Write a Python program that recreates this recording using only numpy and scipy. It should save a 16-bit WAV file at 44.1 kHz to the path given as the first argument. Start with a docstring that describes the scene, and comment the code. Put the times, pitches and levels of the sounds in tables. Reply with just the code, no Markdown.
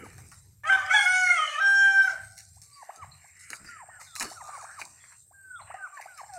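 """Turkeys in weeds beside a wall, over insect trills, far hiss and a wavering low hum.
0-0.6 s: a peep, a cluck, a rustle. 0.6-2.2 s: one close bird gives a hoarse four-part call,
a vibrating membrane shaken by unsteady airflow; the wall and trees answer.
From 2.2 s: the flock pushes on with soft gliding peeps and clucks. Bodies brush leaves and grass,
stems snap underfoot (densest near 4.2 s, with a dull thud), and small chirps sound far off."""
import sys
import numpy as np
from scipy import signal
from scipy.fft import rfft, irfft, next_fast_len
from scipy.io import wavfile
from scipy.ndimage import uniform_filter1d, map_coordinates

SR = 44100
rng = np.random.default_rng(int(sys.argv[2]) if len(sys.argv) > 2 else 0)


def put_to_file(sound):
    """Save the sound as 16-bit audio at rate SR, in the file named by the first command-line argument."""
    columns = np.atleast_2d(sound).T  # one column per channel
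    safe = np.clip(columns, -1, 1)
    whole_steps = np.round(safe * 32767)
    wavfile.write(sys.argv[1], SR, whole_steps.astype(np.int16))


N = 281358

# noise colours: (frequency [Hz], relative density [dB])
AIR_SPECTRUM = [(2500, -16.5), (3600, -19), (6500, -10.5), (9200, -11), (12000, -6.5), (15500, -17)]
HUM_SPECTRUM = [(25, -24.5), (55, -13.5), (90, 0.5), (125, -5.5), (190, -16.5), (300, -49)]
THUD_SPECTRUM = [(140, -19), (200, -8.5), (400, -6.5), (520, -10), (700, -75.5)]
LEAF_SPECTRUM = [(350, -52), (600, -6.5), (1300, -3), (2000, -1), (2700, -10.5), (3000, -15), (3300, -49)]
GRASS_SPECTRUM = [(3000, -76.5), (3400, -26), (3900, -9), (6500, -6), (7800, -8), (9100, -7),
                  (11500, -18.5), (15500, -28)]
RASP_SPECTRUM = [(400, -65.5), (600, -13), (1200, -2), (1700, 1.5), (2300, 6.5), (2750, -9), (3200, -2.5),
                 (3800, -18.5), (5800, -17), (9000, -24.5), (12000, -27.5), (16000, -51)]
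# background envelopes: (time [s], level [dB])
HUM_LEVEL = [(0.0, -57.5), (0.21, -48), (0.28, -56.5), (1.26, -62.5), (1.56, -83.5), (1.85, -59),
             (1.97, -79.5), (2.26, -51.5), (2.36, -61.5), (2.59, -59.5), (2.93, -85.5), (3.04, -52),
             (3.29, -69), (4.21, -64), (5.54, -71), (5.63, -57.5), (5.93, -85.5), (6.38, -62)]
TRILL_LEVEL = [(0, -68), (.35, -60), (.6, -75), (2.2, -60.5), (2.9, -62.5), (3.5, -57.5), (4.3, -57.5),
               (4.7, -56), (5.3, -60.5), (6.38, -58)]
# insect bands: (centre [Hz], width [Hz], gain [dB])
TRILL_BANDS = [(7417, 230, -4.5), (8250, 310, -1.5)]
# soft thuds: (time [s], level [dB], t60 [s])
THUD_HITS = [(0, -53, 1), (.71, -45.5, 0.29), (1.77, -50.5, .3), (2.12, -64, 0.24), (2.97, -54.5, 0.16),
             (3.5, -48.5, 0.21), (3.6, -48, 0.28), (4.2, -39.5, 0.3), (4.81, -54.5, 0.22)]
# far chirps: (time [s], level [dB], start pitch [Hz], t60 [s])
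FAR_CHIRPS = [(2.7313, -50, 4740, 0.3), (3.1118, -48, 4180, 0.18), (3.661, -47, 4840, 0.23),
              (4.0694, -53.5, 3720, 0.64), (5.0, -61, 3440, 0.3), (5.555, -55, 3510, 0.22),
              (5.612, -52.5, 4120, 0.18), (6.134, -61, 4820, 0.24)]

# flock stirring: (time [s], leaves [dB], leaf gain below LEAF_SHELF_HZ [dB], grass [dB])
RUSTLE_LEVELS = [(0, -49.5, -3.5, -65), (.3, -70, 1, -62.5), (.62, -93, -1.5, -82), (2.2, -55.5, 4, -60.5),
                 (2.4, -78, -21, -61.5), (2.65, -75.5, -6.5, -61), (2.9, -61.5, 2, -67),
                 (3.15, -62, -8, -69), (3.35, -58, -21, -75), (3.47, -55.5, -22.5, -59.5),
                 (3.55, -52.5, -5, -58), (3.85, -61, -11, -77.5), (3.96, -60, -1, -81),
                 (4.13, -76, -7.5, -65), (4.3, -53.5, 7.5, -52), (4.8, -57, 0.5, -59.5),
                 (5.13, -65.5, 3, -61), (5.22, -86, -2, -68), (5.5, -88, 7, -106), (5.7, -58.5, 4, -74),
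                 (6.38, -60, -15, -62.5)]
# single bodies passing: (time [s], 15 dB decay time [s], leaves [dB], grass [dB])
BODY_BRUSHES = [(0.04, 0.039, -54, -51.5), (.185, 0.03, -54, -53), (2.37, 0.051, -51, -42.5),
                (2.63, 0.057, -82, -57.5), (2.927, 0.042, -71, -61), (3.009, 0.049, -44, -73),
                (3.11, 0.033, -86, -74), (3.388, 0.07, -76, -50), (3.53, 0.052, -68, -53),
                (3.667, 0.102, -52, -59), (3.996, 0.1, -55.5, -47.5), (4.158, 0.075, -51, -39),
                (4.192, 0.054, -41.5, -51.5), (4.788, 0.035, -39, -39.5), (5.591, 0.023, -41.5, -69.5),
                (6.17, 0.085, -45, -62.5)]
# stems underfoot: (time [s], bright part [dB], dull part [dB], t60 [s])
STEM_SNAPS = [(.181, -49.5, -52, 0.086), (0.3164, -45, -46.5, 0.24), (2.379, -47, -56, 0.1),
              (2.6171, -45, -63.5, 0.12), (2.9599, -49.5, -72, 0.072), (3.5032, -34, -42, 0.1),
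              (3.5317, -47, -29, 0.046), (3.646, -49.5, -43.5, 0.073), (4.0133, -52.5, -35, 0.04),
              (4.154, -32, -44, 0.051), (4.1617, -40, -30.5, 0.039), (4.1982, -29, -44.5, 0.17),
              (4.208, -30.5, -26, 0.13), (4.2252, -26.5, -33.5, 0.035), (4.815, -42.5, -27, 0.054),
              (4.8526, -45, -69, 0.097), (5.04, -62.5, -53, .06), (5.12, -54, -56.5, 0.089),
              (5.7416, -56, -46, 0.08), (5.971, -58, -44, 0.13), (6.0117, -45, -42, 0.19),
              (6.176, -48.5, -68, 0.11), (6.3366, -47.5, -58, 0.16)]

# peeps: (start [s], end [s], pitch [Hz], sag [Hz/s], drop time constant [s],
#         start level [dB], knee level [dB], end level [dB])
PEEP_NOTES = [(0, 0.07, 1360, 300, 0.014, -44.5, -57.5, -44.5),
              (2.605, 2.836, 1164, 148, 0.012, -87, -52, -41.5),
              (2.962, 3.049, 1357, 1500, .012, -61, -49, -43),
              (3.688, 3.845, 1484, 597, 0.051, -43, -46.5, -48),
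              (3.89, 4.002, 1870, 2180, .006, -48.5, -54, -70),
              (3.911, 4.026, 1500, 490, 0.014, -62, -53, -51),
              (4.06, 4.255, 1556, 2960, 0.021, -63, -50, -49),
              (4.32, 4.585, 1240, 223, 0.015, -65, -43.5, -45),
              (4.355, 4.431, 1600, 4080, .03, -48, -47.5, -43.5),
              (4.58, 4.636, 1480, 5050, 0.019, -58, -49.5, -41.5),
              (4.745, 4.803, 1430, 1010, 0.013, -69, -58, -35.5),
              (5.332, 5.627, 1602, 398, .033, -63, -42.5, -48.5),
              (5.74, 6.006, 1257, 418, 0.013, -55, -50, -41),
              (5.783, 5.882, 1587, 945, .012, -50, -36, -52),
              (6.081, 6.22, 1557, 2290, 0.015, -48.5, -57.5, -38),
              (6.29, 6.401, 848, 1830, 0.0075, -50, -42, -48),
              (6.319, 6.412, 1520, 1590, 0.0074, -64, -48, -58)]
# clucks: (time [s], level [dB], top pitch [Hz])
CLUCK_NOTES = [(.18, -52.5, 842), (2.565, -57.5, 1150), (2.89, -36, 1400), (3.24, -56, 1200),
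               (3.885, -43, 1500), (3.985, -51, 1115), (4.312, -41, 1270), (4.487, -38, 1340),
               (4.637, -35, 1530), (5.308, -48, 1300), (5.698, -37, 1600), (5.74, -35.5, 826),
               (6.056, -34, 1530), (6.23, -42, 1040)]
# throat response for peeps and clucks: (frequency [Hz], gain [dB])
FLOCK_THROAT = [(600, -0.5), (750, 0.5), (950, -3), (1150, 1.5), (1320, -1), (1500, 1), (1800, -5.5)]
OCTAVE_GAIN = [(1300, -30), (1700, -12), (2300, -14), (2700, -60)]

# close call, a table per note, two voices at times: (time [s], pitch [Hz])
CALL_PITCH = [
    [(.65, 796), (.675, 798), (.7, 779), (.77, 764), (.82, 750), (.89, 750)],
    [(.895, 700), (.91, 740), (.935, 746), (.97, 742), (1.0, 714), (1.04, 724), (1.1, 736), (1.18, 742),
     (1.24, 735), (1.3, 709), (1.35, 700), (1.385, 638), (1.45, 604), (1.5, 597), (1.57, 589), (1.605, 676)],
    [(1.597, 745), (1.61, 790), (1.65, 794), (1.85, 790), (2.0, 782), (2.08, 764), (2.1, 700), (2.15, 640)],
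    [(.635, 570), (.66, 612), (.68, 641), (.702, 715)],
    [(.77, 626), (.79, 594), (.88, 590), (.915, 679)],
    [(.925, 832), (.95, 853), (1.0, 820), (1.08, 820)],
]
# same notes: (time [s], voice [dB], partials above the 4th [dB], rasp [dB])
CALL_LEVELS = [
    [(.65, -47, -75, -37), (.675, -38, -47, -45.5), (.692, -40, -47, -43.5), (.7, -16.5, -48, -36),
     (.76, -18.5, -51, -34), (.772, -45, -52.5, -48), (.8, -38, -50, -42.5), (.89, -50, -71, -40)],
    [(.895, -46.5, -59.5, -43.5), (.908, -24, -49, -37), (.935, -21, -39.5, -36.5),
     (.99, -29, -38.5, -33.5), (1.03, -32.5, -37.5, -38.5), (1.07, -22.5, -40, -41),
     (1.18, -22.5, -37, -47.5), (1.24, -22, -37, -56), (1.265, -29.5, -39, -46), (1.3, -21.5, -39.5, -46),
     (1.34, -24.5, -43.5, -37), (1.4, -20, -44, -46.5), (1.5, -35, -50.5, -35), (1.605, -23.5, -54.5, -41)],
    [(1.595, -47.5, -54, -44), (1.607, -22, -53, -36), (1.7, -21, -39, -43.5), (1.78, -21, -38.5, -48.5),
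     (1.86, -18, -39, -51.5), (2.01, -18.5, -44.5, -49.5), (2.028, -26.5, -37.5, -49),
     (2.046, -19, -39.5, -53), (2.075, -23.5, -41.5, -44), (2.1, -33.5, -45.5, -36.5),
     (2.15, -57, -52.5, -60)],
    [(.633, -48, -69, -41), (.645, -30, -69.5, -47.5), (.68, -22.5, -56, -56.5),
     (.704, -29.5, -72.5, -60.5)],
    [(.77, -21.5, -75, -61.5), (.79, -30.5, -75, -56.5), (.88, -36, -58, -49), (.917, -19.5, -57, -54)],
    [(.925, -34.5, -76, -57.5), (.945, -20.5, -71, -49), (.98, -17.5, -75.5, -54), (1.08, -46, -83, -55.5)],
]
# airflow: (time [s], unsteadiness [0-1])
HOARSENESS = [(.64, .5), (.7, .05), (.76, .05), (.79, .6), (.9, .45), (.97, .7), (1.05, .6), (1.08, .07),
              (1.24, .09), (1.3, .4), (1.58, .6), (1.63, .1), (1.7, .04), (2.0, .04), (2.07, .25),
              (2.09, .95)]
# subharmonics, every other cycle stronger: (time [s], level [dB])
SUBHARMONIC_LEVEL = [(1.7, -68), (1.84, -67.5), (1.99, -60), (2.05, -78)]
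# throat and beak response, partials 1-4 (LOW) and above (HIGH): (frequency [Hz], gain [dB])
THROAT_LOW = [(580, -37), (740, -25), (850, -16.5), (1200, -7.5), (1480, -1), (1700, -0.5), (1900, -22.5),
              (2120, 1.5), (2230, -5.5), (2340, -30), (2550, -20.5), (2950, -25.5), (3150, -18.5),
              (3400, -8)]
THROAT_HIGH = [(2800, -2.5), (3200, 16.5), (3500, -20.5), (4300, -11.5), (5000, -14), (5900, -5.5),
               (6700, -6.5), (7400, -10), (8800, -11), (9700, -16.5), (11000, -32.5), (16000, -41)]
HELD_THROAT_LOW = [(640, -15.5), (790, -31), (1300, -4), (1580, 0), (2000, -17), (2370, -30), (3000, -41),
                   (3170, -22)]
HELD_THROAT_HIGH = [(3900, -19), (4750, -27.5), (5530, -1.5), (6300, -13.5), (7900, -13.5), (8700, -31.5),
                    (9500, -21), (11000, -24), (16000, -49.5)]
# echo of wall and trees: (frequency [Hz], t60 [s])
YARD_DECAY = [(500, 0.87), (1500, 0.47), (4000, 0.51), (10000, 0.05)]

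LEAF_SHELF_HZ, BRUSH_RISE_S, CRACK_DB = 1500, .012, -4.5
SLACK_HZ, KNEE_TIME_CONSTANTS = 640, 3.5  # slack membrane's pitch; length of a peep's drop
POP_S, POP_HZ, CLUCK_S, CLUCK_FADE_DB = .006, 750, .024, 16
HELD_AFTER_S = 2.0  # the call note ending after this is the held one
FUNDAMENTAL_DB_PER_DB, SWELL_DB = .61, 3.5
BAND_LIMIT_HZ = 15800


def amp(db):
    """Decibels to gain."""
    return 10 ** (np.asarray(db) / 20)


def unit(x):
    """Scale to rms 1."""
    return x / np.sqrt(np.mean(x ** 2) + 1e-20)


def along(points, hz):
    """Read (frequency [Hz], value) points on a log axis."""
    knots_hz, values = np.transpose(points)
    return np.interp(np.log(hz + 1), np.log(knots_hz + 1), values)


def curves(rows):
    """Per-sample curve for each column after the time."""
    times_s, *columns = np.transpose(rows)
    return [np.interp(np.arange(N) / SR, times_s, c) for c in columns]


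def note(rows, edge_s):
    """Sample indices, column curves and edge fade of one note."""
    times_s, *columns = np.transpose(rows)
    at = np.arange(max(0, round(times_s[0] * SR)), min(N, round(times_s[-1] * SR)))
    t = at / SR
    ramp = np.clip(np.minimum(t - times_s[0], times_s[-1] - t) / edge_s, 0, 1)
    return at, [np.interp(t, times_s, c) for c in columns], np.sin(ramp * np.pi / 2) ** 2


def wobble(rate_hz):
    """Smooth random curve with knots at rate_hz."""
    knots = rng.standard_normal(int(N * rate_hz / SR) + 4)
    return map_coordinates(knots, [np.arange(N) * rate_hz / SR])


def shaky(share, rate_hz):
    """Complex gain near unit power: steady but for a wandering share."""
    share = np.clip(share, 0, 1)
    return np.sqrt(1 - share ** 2) + share * (wobble(rate_hz) + 1j * wobble(rate_hz)) / np.sqrt(2)


def bursts(rows, rise_s):
    """Gain curve of decaying bursts: (time [s], level [dB], t60 [s])."""
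    out, t = np.zeros(N + SR), np.arange(SR // 2) / SR
    for start_s, db, t60_s in rows:
        out[round(start_s * SR):][:len(t)] += (1 - np.exp(-t / rise_s)) * amp(db - 60 * t / t60_s)
    return out[:N]


def filtered(x, response):
    """Apply a zero-phase gain, response(hz)."""
    size = next_fast_len(N + SR // 2)
    return irfft(rfft(x, size) * response(np.fft.rfftfreq(size, 1 / SR)), size)[..., :N]


def rush(spectrum, gain, patchy_db, grain_db):
    """Coloured noise with spiky grains and streaks of random gain."""
    spiky = rng.standard_normal(N) * amp(grain_db * wobble(600))
    bins = signal.stft(spiky, nperseg=512)[2]
    streaks = uniform_filter1d(rng.standard_normal(bins.shape), size=4, axis=0)
    streaks = uniform_filter1d(streaks, size=18, axis=1)
    noise = signal.istft(bins * amp(patchy_db * unit(streaks)), nperseg=512)[1][:N]
    colour = lambda hz: amp(along(spectrum, hz))
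    return filtered(gain * noise, colour) / np.std(filtered(noise, colour))


def yard(x):
    """Echo of wall and trees; each frequency decays at its own rate."""
    hz, t, bins = signal.stft(rng.standard_normal(SR), SR, nperseg=256)
    decay = amp(-60 * t / along(YARD_DECAY, hz)[:, None])
    tail = signal.istft(bins * decay, SR, nperseg=256)[1]
    delayed = np.pad(x, (500, 0))
    return signal.fftconvolve(delayed, tail / np.linalg.norm(tail))[:N]


def air():
    """Steady far hiss."""
    return rush(AIR_SPECTRUM, amp(-72), patchy_db=5, grain_db=3)


def hum():
    """Far low hum, wavering in level."""
    return rush(HUM_SPECTRUM, amp(curves(HUM_LEVEL)[0]), patchy_db=0, grain_db=-.5)


def thuds():
    """Dull thuds near the microphone, over a faint floor."""
    return rush(THUD_SPECTRUM, amp(-86) + bursts(THUD_HITS, rise_s=.01), patchy_db=6, grain_db=-.5)


def insects():
    """Many far trills blur into narrow bands, each fluttering on its own."""
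    out = np.zeros(N)
    for centre_hz, width_hz, db in TRILL_BANDS:
        band = filtered(rng.standard_normal(N), lambda hz: np.exp(-((hz - centre_hz) / width_hz) ** 2))
        out += amp(db + 2 * wobble(6) + 2 * wobble(35)) * unit(band)
    return amp(curves(TRILL_LEVEL)[0]) * out


def chirps():
    """Small far chirps: husky, decaying, falling in pitch."""
    out, t = np.zeros(N + SR), np.arange(SR // 5) / SR
    husky = shaky(.95, rate_hz=420)
    for start_s, db, hz, t60_s in FAR_CHIRPS:
        at = round(start_s * SR) + np.arange(len(t))
        envelope = (1 - np.exp(-t / .0017)) * amp(db - 60 * t / t60_s)
        phase = 2 * np.pi * hz * (t - .25 * t ** 2)
        out[at] += envelope * (husky[at] * np.exp(1j * phase)).imag
    return out[:N]


def rustle():
    """Bodies brush leaves and grass; stems snap, then shake out."""
    leaf_brush = bursts([(s, db, 4 * decay_s) for s, decay_s, db, _ in BODY_BRUSHES], BRUSH_RISE_S)
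    grass_brush = bursts([(s, db, 4 * decay_s) for s, decay_s, _, db in BODY_BRUSHES], BRUSH_RISE_S)
    crack = bursts([(s, db, .007) for s, db, _, _ in STEM_SNAPS], rise_s=1e-4)
    knock = bursts([(s, db, .007) for s, _, db, _ in STEM_SNAPS], rise_s=1e-4)
    grass_shake = bursts([(s, db - 8, t60_s) for s, db, _, t60_s in STEM_SNAPS], rise_s=5e-4)
    leaf_shake = bursts([(s, db - 4.5, t60_s) for s, _, db, t60_s in STEM_SNAPS], rise_s=5e-4)
    leaf_db, shelf_db, grass_db = curves(RUSTLE_LEVELS)
    leaf_gain = amp(leaf_db + 2 * wobble(12)) + leaf_brush + knock + leaf_shake
    leaves = rush(LEAF_SPECTRUM, leaf_gain, patchy_db=5, grain_db=2.5)
    leaves += (amp(shelf_db) - 1) * filtered(leaves, lambda hz: 1 / (1 + (hz / LEAF_SHELF_HZ) ** 8))
    grass_gain = amp(grass_db + 2.5 * wobble(25) + 2 * wobble(7)) + grass_brush + crack + grass_shake
    grass = rush(GRASS_SPECTRUM, grass_gain, patchy_db=4, grain_db=3)
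    bright_noise = unit(np.diff(rng.standard_normal(N + 1)))
    return leaves + grass + amp(CRACK_DB) * crack * bright_noise


def peeps():
    """Notes that sag, then drop ever faster to the slack membrane's pitch."""
    for start_s, end_s, start_hz, sag_hz_per_s, drop_s, start_db, knee_db, end_db in PEEP_NOTES:
        knee_s = max(start_s + .012, end_s - KNEE_TIME_CONSTANTS * drop_s)
        at, (db,), fade = note([(start_s, start_db), (knee_s, knee_db), (end_s, end_db)], edge_s=.004)
        sagging_hz = start_hz - sag_hz_per_s * (at / SR - start_s)
        hz = sagging_hz - (sagging_hz - SLACK_HZ) * np.exp((at / SR - end_s) / drop_s)
        yield at, hz, db, fade


def clucks():
    """Notes that pop, flick upward and die away."""
    for start_s, pop_db, top_hz in CLUCK_NOTES:
        rows = [(start_s, SLACK_HZ, pop_db - 12),
                (start_s + POP_S, POP_HZ, pop_db),
                (start_s + CLUCK_S, top_hz, pop_db - CLUCK_FADE_DB)]
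        at, (hz, db), fade = note(rows, edge_s=.003)
        yield at, hz, db, fade


def flock_voices():
    """Peeps and clucks as breathy whistles, plus the octave the throat lets through."""
    out, tremble = np.zeros(N), shaky(.5, rate_hz=70)
    for at, hz, db, fade in [*peeps(), *clucks()]:
        whistle = tremble[at] * np.exp(2j * np.pi * np.cumsum(hz) / SR)
        octave = amp(along(OCTAVE_GAIN, 2 * hz)) * whistle ** 2
        out[at] += fade * np.sqrt(2) * amp(db + along(FLOCK_THROAT, hz)) * (whistle + octave).imag
    return out


def close_call():
    """Membrane partials shaken by unsteady airflow, over turbulent rasp and hiss past the beak."""
    out = np.zeros(N)
    rasp = rush(RASP_SPECTRUM, .97, patchy_db=8, grain_db=4.5)
    breath = rush(THROAT_HIGH[2:], .56, patchy_db=8, grain_db=-1.5)
    (hoarse,), (subharmonic_db,) = curves(HOARSENESS), curves(SUBHARMONIC_LEVEL)
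    for pitch, levels in zip(CALL_PITCH, CALL_LEVELS):
        at, (voice_db, upper_db, rasp_db), fade = note(levels, edge_s=.004)
        hz = curves(pitch)[0][at]
        held = levels[-1][0] > HELD_AFTER_S
        low, high = (HELD_THROAT_LOW, HELD_THROAT_HIGH) if held else (THROAT_LOW, THROAT_HIGH)
        jitter = .017 * (hoarse * wobble(90))[at]
        phase = 2 * np.pi * np.cumsum(hz * (1 + jitter)) / SR
        tone = amp(rasp_db) * rasp[at]
        tone += amp(subharmonic_db[at]) * (np.sin(1.5 * phase) + np.sin(2.5 * phase))
        tone += amp(upper_db - 4) * (.17 + hoarse[at]) * breath[at]
        for k in range(1, 21):
            lower_db = FUNDAMENTAL_DB_PER_DB * voice_db if k == 1 else voice_db
            swell_db = SWELL_DB * wobble(18)[at]
            db = lower_db + along(low, k * hz) if k <= 4 else upper_db + along(high, k * hz) + swell_db
            smear = hoarse * (1 + .2 * k) + .0035 * k ** 2
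            flutter = shaky(smear, rate_hz=50 + 20 * k)[at]
            tone += np.sqrt(2) * amp(db) * (flutter * np.exp(1j * k * phase)).imag
        out[at] += fade * tone
    return out


def scene():
    """Mono mix; only the bird voices feed the echo."""
    loud = close_call()
    soft = flock_voices() + chirps()
    hiss = air()
    echo = yard(amp(-11) * loud + amp(-16) * soft)
    return (loud + soft + echo + rustle() + insects() + hum() + thuds() + hiss)[None]


def record(dry):
    """Camera band limit: brick-wall low-pass."""
    return filtered(dry, lambda hz: hz < BAND_LIMIT_HZ)


dry = scene()
out = record(dry)
put_to_file(out)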